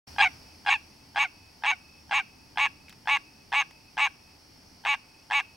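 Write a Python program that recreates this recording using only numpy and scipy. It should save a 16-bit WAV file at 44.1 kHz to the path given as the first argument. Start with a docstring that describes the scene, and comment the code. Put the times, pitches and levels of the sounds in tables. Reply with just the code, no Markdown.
"""Woods at night: a green tree frog honks eleven times from a branch close by.
Each honk stutters open on the tone of the vocal cords, locks into a fast buzz of pulses that ring
the throat and vocal sac, and ends on the free, falling cord tone. The trees return a faint tail.
Behind it, insects trill with their wings over a far rumble and low hum; a few twigs tick."""
import sys
import numpy as np
from scipy import signal
from scipy.fft import rfft, irfft, next_fast_len
from scipy.io import wavfile
from scipy.ndimage import uniform_filter1d, map_coordinates

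SR = 44100
rng = np.random.default_rng(int(sys.argv[2]) if len(sys.argv) > 2 else 0)


def dump_mix(stems):
    """Bounce the given channels to the path in sys.argv[1] as a 16-bit WAV at rate SR."""
    frames = np.atleast_2d(stems).T  # one column per channel
    limited = np.clip(frames, -1, 1)  # hard clip at full scale
    pcm = np.round(limited * 32767).astype(np.int16)
    wavfile.write(sys.argv[1], SR, pcm)


N = 245195
TIME_S = np.arange(N) / SR

# honks: start_s, lock_s, release_s, level_db, roughness (0-1), close_hz, tick_lead_s
# the buzz runs from lock_s to release_s, both counted from start_s
HONKS = [ (0.1826, 0.033, 0.063, -25.5, 0.74, 810, 0.02), (0.6622, 0.034, 0.079, -24.5, 0.53, 906, .012),
         (1.1589, 0.0275, 0.083, -23.5, 0.16, 796, 0.011), (1.636, 0.022, 0.082, -23.5, 0.03, 794, 0.013),
         (2.11, 0.026, .087, -23.5, .2, 796, 0.015), (2.573, 0.015, 0.093, -23, 0.11, 858, 0.014),
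         (3.073, .015, 0.099, -23, 0.05, 837, 0.016), (3.5256, 0.015, 0.097, -23, .06, 840, .005),
         (3.977, 0.0075, 0.094, -23, 0.09, 820, 0.0066), (4.85, .013, .1, -24.5, .06, 810, 0.011),
         (5.309, .018, .097, -23.5, 0.06, 820, 0.0076)]
# harmonics of the free cords, fundamental first: opening_db, closing_db
CORD_HARMONICS = [(0.5, -5), (0, -6.5), (-6, 3.5), (-7.5, -14.5), (-17, -19.5), (-17.5, -27),
                  (-54.5, -29.5), (-67.5, -28), (-38, -37), (-34, -37), (-37.5, -41), (-46, -41)]


def amp(db):
    return 10 ** (np.asarray(db) / 20)


def unit_rms(x):
    return x / np.sqrt(np.mean(x ** 2) + 1e-20)


def at_hz(points, hz):
    """Interpolate (hz, value) points on a log axis."""
    knots_hz, values = np.transpose(points)
    return np.interp(np.log(hz + 1), np.log(knots_hz + 1), values)


def at_time(points, t):
    """Interpolate (time_s, value) points."""
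    return np.interp(t, *np.transpose(points))


def wobble(rate_hz, size=N):
    """Smooth random curve, rate_hz knots a second."""
    return map_coordinates(rng.standard_normal(size // 8 + 4), [np.arange(size) * rate_hz / SR + 2])


def step(t, width_s):
    """Soft rise from 0 to 1 around t = 0."""
    return .5 + .5 * np.tanh(t / width_s)


def filtered(x, response):
    """Apply the complex frequency response(hz)."""
    size = 2 * next_fast_len(N // 2 + SR // 4)
    return irfft(rfft(x, size) * response(np.fft.rfftfreq(size, 1 / SR)), size)[..., :N]


def ring(gain, size=2048):
    """Minimum-phase impulse response shaped by gain(hz), unit energy."""
    cepstrum = irfft(np.log(gain(np.fft.rfftfreq(size, 1 / SR)) + 1e-6))
    cepstrum[1:size // 2] *= 2
    cepstrum[size // 2 + 1:] = 0
    impulse = irfft(np.exp(rfft(cepstrum)))
    return impulse / np.linalg.norm(impulse)


def pulses(times_s, heights, size, half_taps=8):
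    """Band-limited impulses at sub-sample times."""
    centre = times_s[:, None] * SR
    index = np.floor(centre).astype(int) + np.arange(1 - half_taps, half_taps + 1)
    shape = np.sinc(index - centre) * np.cos(np.pi * (index - centre) / (2 * half_taps)) ** 2
    return np.bincount(np.clip(index, 0, size - 1).ravel(), (heights[:, None] * shape).ravel(), size)


def stereo_noise(spectrum, patchy_db):
    """Coloured noise, rms 1, with patches of random gain."""
    # left-right likeness: freq_hz, correlation
    likeness = [(40, .97), (70, 1), (160, 0.86), (300, 0.65), (480, 0.11), (950, 0.26), (1890, 0.32),
                (3770, 0.2), (7520, 0.86), (15000, 1)]

    def mid_side_gain(hz):
        angle = np.arccos(np.clip(at_hz(likeness, hz), -1, 1)) / 2
        return amp(at_hz(spectrum, hz)) * [np.cos(angle), np.sin(angle)]

    bins = signal.stft(rng.standard_normal((2, N)), nperseg=512)[2]
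    patches = uniform_filter1d(rng.standard_normal(bins.shape[1:]), size=5, axis=0)
    patches = unit_rms(uniform_filter1d(patches, size=14, axis=1))
    pair = signal.istft(bins * amp(patchy_db * patches), nperseg=512)[1][:, :N]
    mid, side = filtered(pair, mid_side_gain)
    return unit_rms(np.array([mid + side, mid - side]))


def night_air(hum_hz=77.2, hum_fade_db_per_s=2.5):
    """Far rumble, soft hiss, a slowly receding hum and thin steady tones."""
    # rumble spectrum: freq_hz, gain_db
    rumble_spectrum = [(13, -53.5), (22, -4.5), (48, -8.5), (81, -0.5), (129, -4.5), (160, -4.5),
                       (195, -5.5), (262, -3.5), (306, -3.5), (385, -18), (417, -14.5), (480, -27),
                       (620, -50.5), (1060, -120)]
    # rumble envelope: time_s, level_db
    rumble_level = [(0.9, -62), (1.65, -63.5), (2.29, -59.5), (4.3, -63), (4.66, -60), (5.06, -65.5),
                    (5.56, -63)]
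    # hiss spectrum: freq_hz, gain_db
    hiss_spectrum = [(250, -4), (450, 1), (620, 0), (780, 3), (1100, -2.5), (1700, -5.5), (2400, -2),
                     (3500, -8.5), (7500, -15), (9300, -12.5), (12000, -17), (16000, -21.5)]
    # thin tones: pitch_hz, level_db, wander_hz
    thin_tones = [(396, -79.5, 2.1), (888, -74.5, 3), (4500, -73, 2.9), (15734, -86, 2)]

    def tone(hz, wander_hz):
        return np.sqrt(2) * np.sin(2 * np.pi * np.cumsum(hz + wander_hz * wobble(30)) / SR)

    rumble = amp(at_time(rumble_level, TIME_S) + 1.5) * stereo_noise(rumble_spectrum, patchy_db=.5)
    hiss = amp(-60.5) * stereo_noise(hiss_spectrum, patchy_db=.3)
    hum = amp(-64 - hum_fade_db_per_s * TIME_S + .89 * wobble(3.6)) * tone(hum_hz, wander_hz=1.6)
    tones = sum(amp(db + 1.3 * wobble(4.88)) * tone(hz, wander_hz) for hz, db, wander_hz in thin_tones)
    return rumble + hiss + hum + tones


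def insects(wing_hz=5384, stroke_hz=70.9):
    """A far chorus, and one nearer insect whose wings ring at every stroke."""
    # chorus spectrum: freq_hz, gain_db
    chorus_spectrum = [(3600, -41), (4200, -11), (4500, -5), (4800, -4), (5400, -6), (5800, -5),
                       (6300, -19.5), (7200, -45)]
    # envelope of all insects: time_s, level_db
    envelope = [(1.3, -59.5), (3.69, -60), (4.1, -60.5), (4.79, -58), (4.9, -60), (5.56, -61)]
    stroke = np.cumsum(stroke_hz * (1 + .002 * wobble(7.8))) / SR % 1
    sag = .022 * stroke * (1 - stroke)  # the note falls within each stroke
    phase = 2 * np.pi * wing_hz / stroke_hz * (stroke + sag)
    trill = unit_rms(np.sin(np.pi * stroke) ** 2 * np.sin(phase)) * amp(.5 * wobble(25))
    chorus = stereo_noise(chorus_spectrum, patchy_db=-1)
    return amp(at_time(envelope, TIME_S) - 1) * (amp(-1) * chorus + amp(-6.5) * trill)


def larynx_tick(t, lead_s, t60_s=.025):
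    """The larynx unsticks just before the honk; a later tick has more air behind it."""
    # tick strength: lead_s, level_db
    strength = [(.006, -11), (.011, -24)]
    age_s = np.maximum(t + lead_s, 0)
    modes = sum(amp(db) * np.sin(2 * np.pi * hz * age_s) for hz, db in [(880, 6.5), (1600, 4), (3100, -2)])
    return amp(at_time(strength, lead_s) - 60 * age_s / t60_s) * modes


def flap_times(t, rate_hz, release_s, stall_lead_s=.013, count=40):
    """The larynx flaps faster as pressure builds and slows as it runs out."""
    # flap speed: honk_time_s, share of rate_hz
    speed_up = [(0, .38), (.01, .42), (.018, .55), (.025, .76), (.031, .92), (.036, .99), (.044, 1.008),
                (.058, 1), (.1, .975)]
    stall = 1 - .44 * step(t - release_s + stall_lead_s, .002)
    flap_hz = rate_hz * at_time(speed_up, t) * stall * (t > 0)
    cycles = np.cumsum(flap_hz) / SR + 1e-6 * t  # strictly rising, so invertible
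    return np.interp(np.arange(count), cycles, t)


def cord_tone(pitch_hz, harmonics_db, jitter, tilt_db_per_oct=0):
    """Freely swinging vocal cords: harmonics, each lagging the last."""
    phase = 2 * np.pi * np.cumsum(pitch_hz * (1 + jitter * wobble(712.5, len(pitch_hz)))) / SR
    return unit_rms(sum(amp(db + tilt_db_per_oct * np.log2(k)) * np.sin(k * phase - k * k * np.pi / 4)
                        for k, db in enumerate(harmonics_db, 1)))


def opening_puffs(t, flaps_s, lock_s, rough):
    """Slow puffs set the cords swinging; rough ones ring longer and brighter, and swell more."""
    rise_s, swell_db = .0019 + .0011 * rough, 6.5 * rough
    age = np.maximum(t[:, None] - flaps_s, 0) / rise_s
    puffs = np.sqrt(np.sum((age * np.exp(1 - age)) ** 3, axis=1))
    level = amp(np.interp(t, [0, lock_s], [-1 - swell_db, 2.5 + swell_db])) * step(lock_s - t, .0025)
    pitch_hz = np.full_like(t, np.interp(rough, [0, .3], [850, 812]))  # tighter cords in clean honks
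    opening_db = np.transpose(CORD_HARMONICS)[0]
    tone = cord_tone(pitch_hz, opening_db, jitter=.0597 * (1.05 - rough), tilt_db_per_oct=3.8 * rough - 2.5)
    # the larynx rings briefly as each puff breaks through
    bite = np.sum(age * np.exp(1 - 1.72 * age), axis=1) * cord_tone(np.full_like(t, 3330), [0], jitter=.028)
    return level * (puffs * tone + amp(-14) * bite)


def throat(t, source):
    """Throat and sac resonances shift as the sac fills and sags again."""
    # resonances: slack_hz, full_hz, width_hz, slack_db, full_db
    resonances = [(820, 916, 213, -8, -7), (1118, 1092, 270, -5, -10), (1690, 1853, 250, -8.5, -10),
                  (2080, 2335, 208, -4.5, 0.5), (2517, 2620, 200, -7, -5.5), (2774, 2772, 132, -5, -4),
                  (3230, 3200, 730, -19.5, -19.5), (3630, 3720, 163, -22.5, -15),
                  (3930, 3960, 150, -22.5, -19.5), (4500, 4450, 290, -34, -28.5),
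                  (5480, 6140, 3040, -38, -37.5), (5940, 6610, 360, -29.5, -31),
                  (7200, 8150, 240, -44, -38.5), (8000, 8700, 2300, -44.5, -47.5),
                  (13080, 11500, 810, -53, -52), (11500, 11500, 6000, -56.5, -70)]

    def gain(hz, slack):
        power = 0
        for slack_hz, full_hz, width_hz, slack_db, full_db in resonances:
            centre_hz = full_hz + slack * (slack_hz - full_hz)
            peak = amp(full_db + slack * (slack_db - full_db))
            power += (peak / (1 + (2 * (hz - centre_hz) / width_hz) ** 2)) ** 2
        return np.sqrt(power)

    moments_s = np.linspace(.005, .1, 7)
    slackness = np.minimum(np.exp(-(moments_s / .028) ** 2) + np.exp((moments_s - .102) / .011), 1)
    out = np.zeros(len(t))
    for slack, weights in zip(slackness, np.eye(len(moments_s))):
        crossfade = np.interp(t, moments_s, weights)
        out += signal.fftconvolve(source * crossfade, ring(lambda hz: gain(hz, slack)))[:len(t)]
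    return out


def whistles(t):
    """Air whistles faintly through the larynx, gliding a little differently in each honk."""
    # glides: from_hz, to_hz, peak_s, half_length_s, level_db
    glides = [(6910, 6300, 0.058, 0.017, -20.5), (7600, 8350, 0.0323, 0.038, -31.5),
              (14950, 12300, 0.066, 0.02, -40.5)]
    out = np.zeros(len(t))
    for from_hz, to_hz, peak_s, half_length_s, db in glides:
        detune, late, offset_db = rng.standard_normal(3)
        hz = np.interp(t, [0, .1], [from_hz, to_hz]) * (1 + .006 * detune + .005 * wobble(250, len(t)))
        flutter_db = 2.5 * wobble(180, len(t))
        envelope = np.exp(-((t - peak_s - .0081 * late) / half_length_s) ** 2)
        out += amp(db + offset_db + flutter_db) * envelope * np.sin(2 * np.pi * np.cumsum(hz) / SR)
    return out


def buzz(t, flaps_s, lock_s, release_s, rate_hz, rough):
    """Flaps strike the throat, unevenly in rough honks and at both ends of every honk."""
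    time_scatter, level_scatter = rng.standard_normal((2, len(flaps_s)))
    # push of the flanks: honk_time_s, level_db
    push = [(.015, 0), (.035, -1.5), (.058, -0.5), (.08, -0.64), (.1, -4)]
    unsteady = rough + .35 * (1 - step(flaps_s - .028, .004)) + .3 * step(flaps_s - release_s + .01, .003)
    strikes_s = flaps_s + .0002 * unsteady * time_scatter + .0012
    engaged = (amp(-9) + step(flaps_s - lock_s, .004) * (1 - amp(-14))) * step(release_s - flaps_s, .0023)
    heights = engaged * amp(at_time(push, flaps_s) + (.5 + 2 * unsteady) * level_scatter)
    train = pulses(strikes_s - t[0], heights, len(t)) * np.sqrt(SR / rate_hz)
    # air leaks past unevenly flapping cords
    flow = np.interp(t, flaps_s + .0016, engaged, left=0)
    leak_share = np.interp(t, flaps_s, np.minimum(.06 + .8 * unsteady, .55))
    leak = flow * leak_share * rng.standard_normal(len(t))
    # in the treble, steady hiss takes over from the flaps
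    treble = signal.butter(4, 4600, "high", fs=SR, output="sos")
    hiss = signal.sosfiltfilt(treble, .75 * flow * rng.standard_normal(len(t)) - .45 * train)
    return throat(t, train + leak + hiss) + flow * whistles(t)


def closing_tone(t, release_s, pitch_hz, air_spent_s=.099, max_hold_s=.028):
    """The cords sing on alone, fluttering and sinking as they slacken; louder after a short buzz."""
    age_s = t - release_s
    sinking_hz = pitch_hz * np.exp(-3.6 * np.maximum(age_s, -.01))
    cutoff_s = min(air_spent_s, release_s + max_hold_s)
    start_db = -8 + 219 * (air_spent_s - release_s)
    decay_db = 110 * np.maximum(age_s, 0) + 1700 * np.maximum(t - cutoff_s, 0)
    level = step(age_s, .002) * amp(start_db - decay_db + wobble(399.5, len(t)))
    # little air is left after a long buzz: the tone narrows onto its second harmonic
    spent = np.clip((release_s - .075) / .02, 0, 1)
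    closing_db = np.transpose(CORD_HARMONICS)[1] + 11 * spent * (np.arange(len(CORD_HARMONICS)) == 1)
    return level * cord_tone(sinking_hz, closing_db, jitter=.028)


def sac_radiation(hz, cut_hz=690):
    """So small a sac radiates little bass."""
    return amp(-10) + 1 - 1 / (1 + (hz / cut_hz) ** 18)


def frog(clean_rate_hz=284.6, rough_drop_hz=12.25):
    """All honks, radiated by the sac; rough ones pulse more slowly."""
    out = np.zeros(N + SR)
    t = np.arange(-SR // 40, SR // 6) / SR
    for start_s, lock_s, release_s, db, rough, close_hz, tick_lead_s in HONKS:
        rate_hz = clean_rate_hz - rough_drop_hz * rough
        flaps_s = flap_times(t, rate_hz, release_s)
        honk = larynx_tick(t, tick_lead_s)
        honk += opening_puffs(t, flaps_s, lock_s, rough)
        honk += buzz(t, flaps_s, lock_s, release_s, rate_hz, rough)
        honk += closing_tone(t, release_s, close_hz)
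        out[round((start_s + t[0]) * SR):][:len(t)] += amp(db) * honk
    return signal.fftconvolve(out, ring(sac_radiation))[:N]


def direct_path(x):
    """A near source reaches left and right with unequal level and phase."""
    # balance: freq_hz, left_over_right_db
    balance = [(60, -3), (99, -8), (160, 1), (270, -8), (450, 3), (740, -2), (1220, 2), (2010, 1),
               (3330, -2.5), (5500, 3.5), (9080, 0), (15000, -0.5)]
    # phase: freq_hz, left_lead_rad
    phase_lead = [(0, 0.084), (260, 0.123), (860, 0.11), (1290, -0.3), (1550, -0.27), (2500, -0.46),
                  (3100, -0.075), (5940, 0.17), (6290, 0.1), (6550, -0.1), (7320, -0.0), (15500, 0.0)]

    def response(hz):
        left = amp(at_hz(balance, hz) / 2) * np.exp(.5j * at_hz(phase_lead, hz))
        return np.array([left, 1 / left])

    return filtered(x, response)


def tree_scatter(x):
    """The trees scatter back a coloured tail."""
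    # tail bands: freq_hz, t60_s, gain_db
    bands = [(486, 0.32, -12.5), (900, 0.39, -4), (1500, 0.33, 0.5), (2100, 0.32, -5.5), (2560, 0.32, 5.5),
             (3500, 0.28, 2.5), (10000, 0.1, -5.5)]
    hz, t, bins = signal.stft(rng.standard_normal((2, SR // 2)), SR, nperseg=256)
    t60_s, colour_db = (at_hz(np.array(bands)[:, [0, column]], hz)[:, None] for column in (1, 2))
    tail = signal.istft(bins * amp(colour_db - 60 * t / t60_s), SR, nperseg=256)[1]
    return signal.fftconvolve(x[None], tail / np.linalg.norm(tail[0]), axes=1)[:, :N]


def distant_ring(centre_hz=2569, width_hz=26, delay_s=.078, hold_s=.3):
    """A narrow, flickering band hangs on after each honk; rough honks excite it less."""
    def narrow_band(hz):
        offset_hz = hz - centre_hz
        return 1 / (1 + 2j * offset_hz / width_hz) / (1 + (offset_hz / 250) ** 2)

    level = 0
    for start_s, _, _, _, rough, *_ in HONKS:
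        age_s = TIME_S - start_s - delay_s
        level += amp(-11 * rough) * step(age_s, .02) * step(hold_s - age_s, .016)
    return amp(-62.5) * level * unit_rms(filtered(rng.standard_normal(N), narrow_band))


def twig_ticks():
    """Dry ticks among the twigs: short bursts of coloured noise."""
    # ticks: start_s, level_db, centre_hz, width_oct, t60_s
    ticks = [(2.883, -46, 2370, 0.29, 0.026), (2.895, -41.5, 2980, 1, .018),
             (2.903, -47.5, 2430, 0.54, 0.031), (2.926, -46.5, 1540, 0.87, 0.029),
             (3.709, -45.5, 1230, 0.96, 0.027)]
    out = np.zeros(N + SR)
    t = np.arange(SR // 10) / SR
    for start_s, db, centre_hz, width_oct, t60_s in ticks:
        colour = ring(lambda hz: 1 / (1 + (np.log2((hz + 1) / centre_hz) / width_oct) ** 2))
        burst = rng.standard_normal(len(t)) * amp(db - 60 * t / t60_s)
        out[round(start_s * SR):][:len(t)] += signal.fftconvolve(burst, colour)[:len(t)]
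    return out[:N]


def scene():
    """The frog close by, its answer from the trees, and the night around it."""
    honks = frog()
    answer = amp(-28) * tree_scatter(honks) + distant_ring()
    return direct_path(honks) + answer + twig_ticks() + insects() + night_air()


def record(dry, silence_s=.072, boost_db=9.5, settle_s=.42, top_hz=15900):
    """After a brief silence the sound enters loud and settles; the top treble is cut."""
    settling = amp(boost_db * np.exp(-TIME_S / settle_s))
    return filtered(dry * settling * step(TIME_S - silence_s, .002), lambda hz: hz < top_hz)


dry = scene()
out = record(dry)
dump_mix(out)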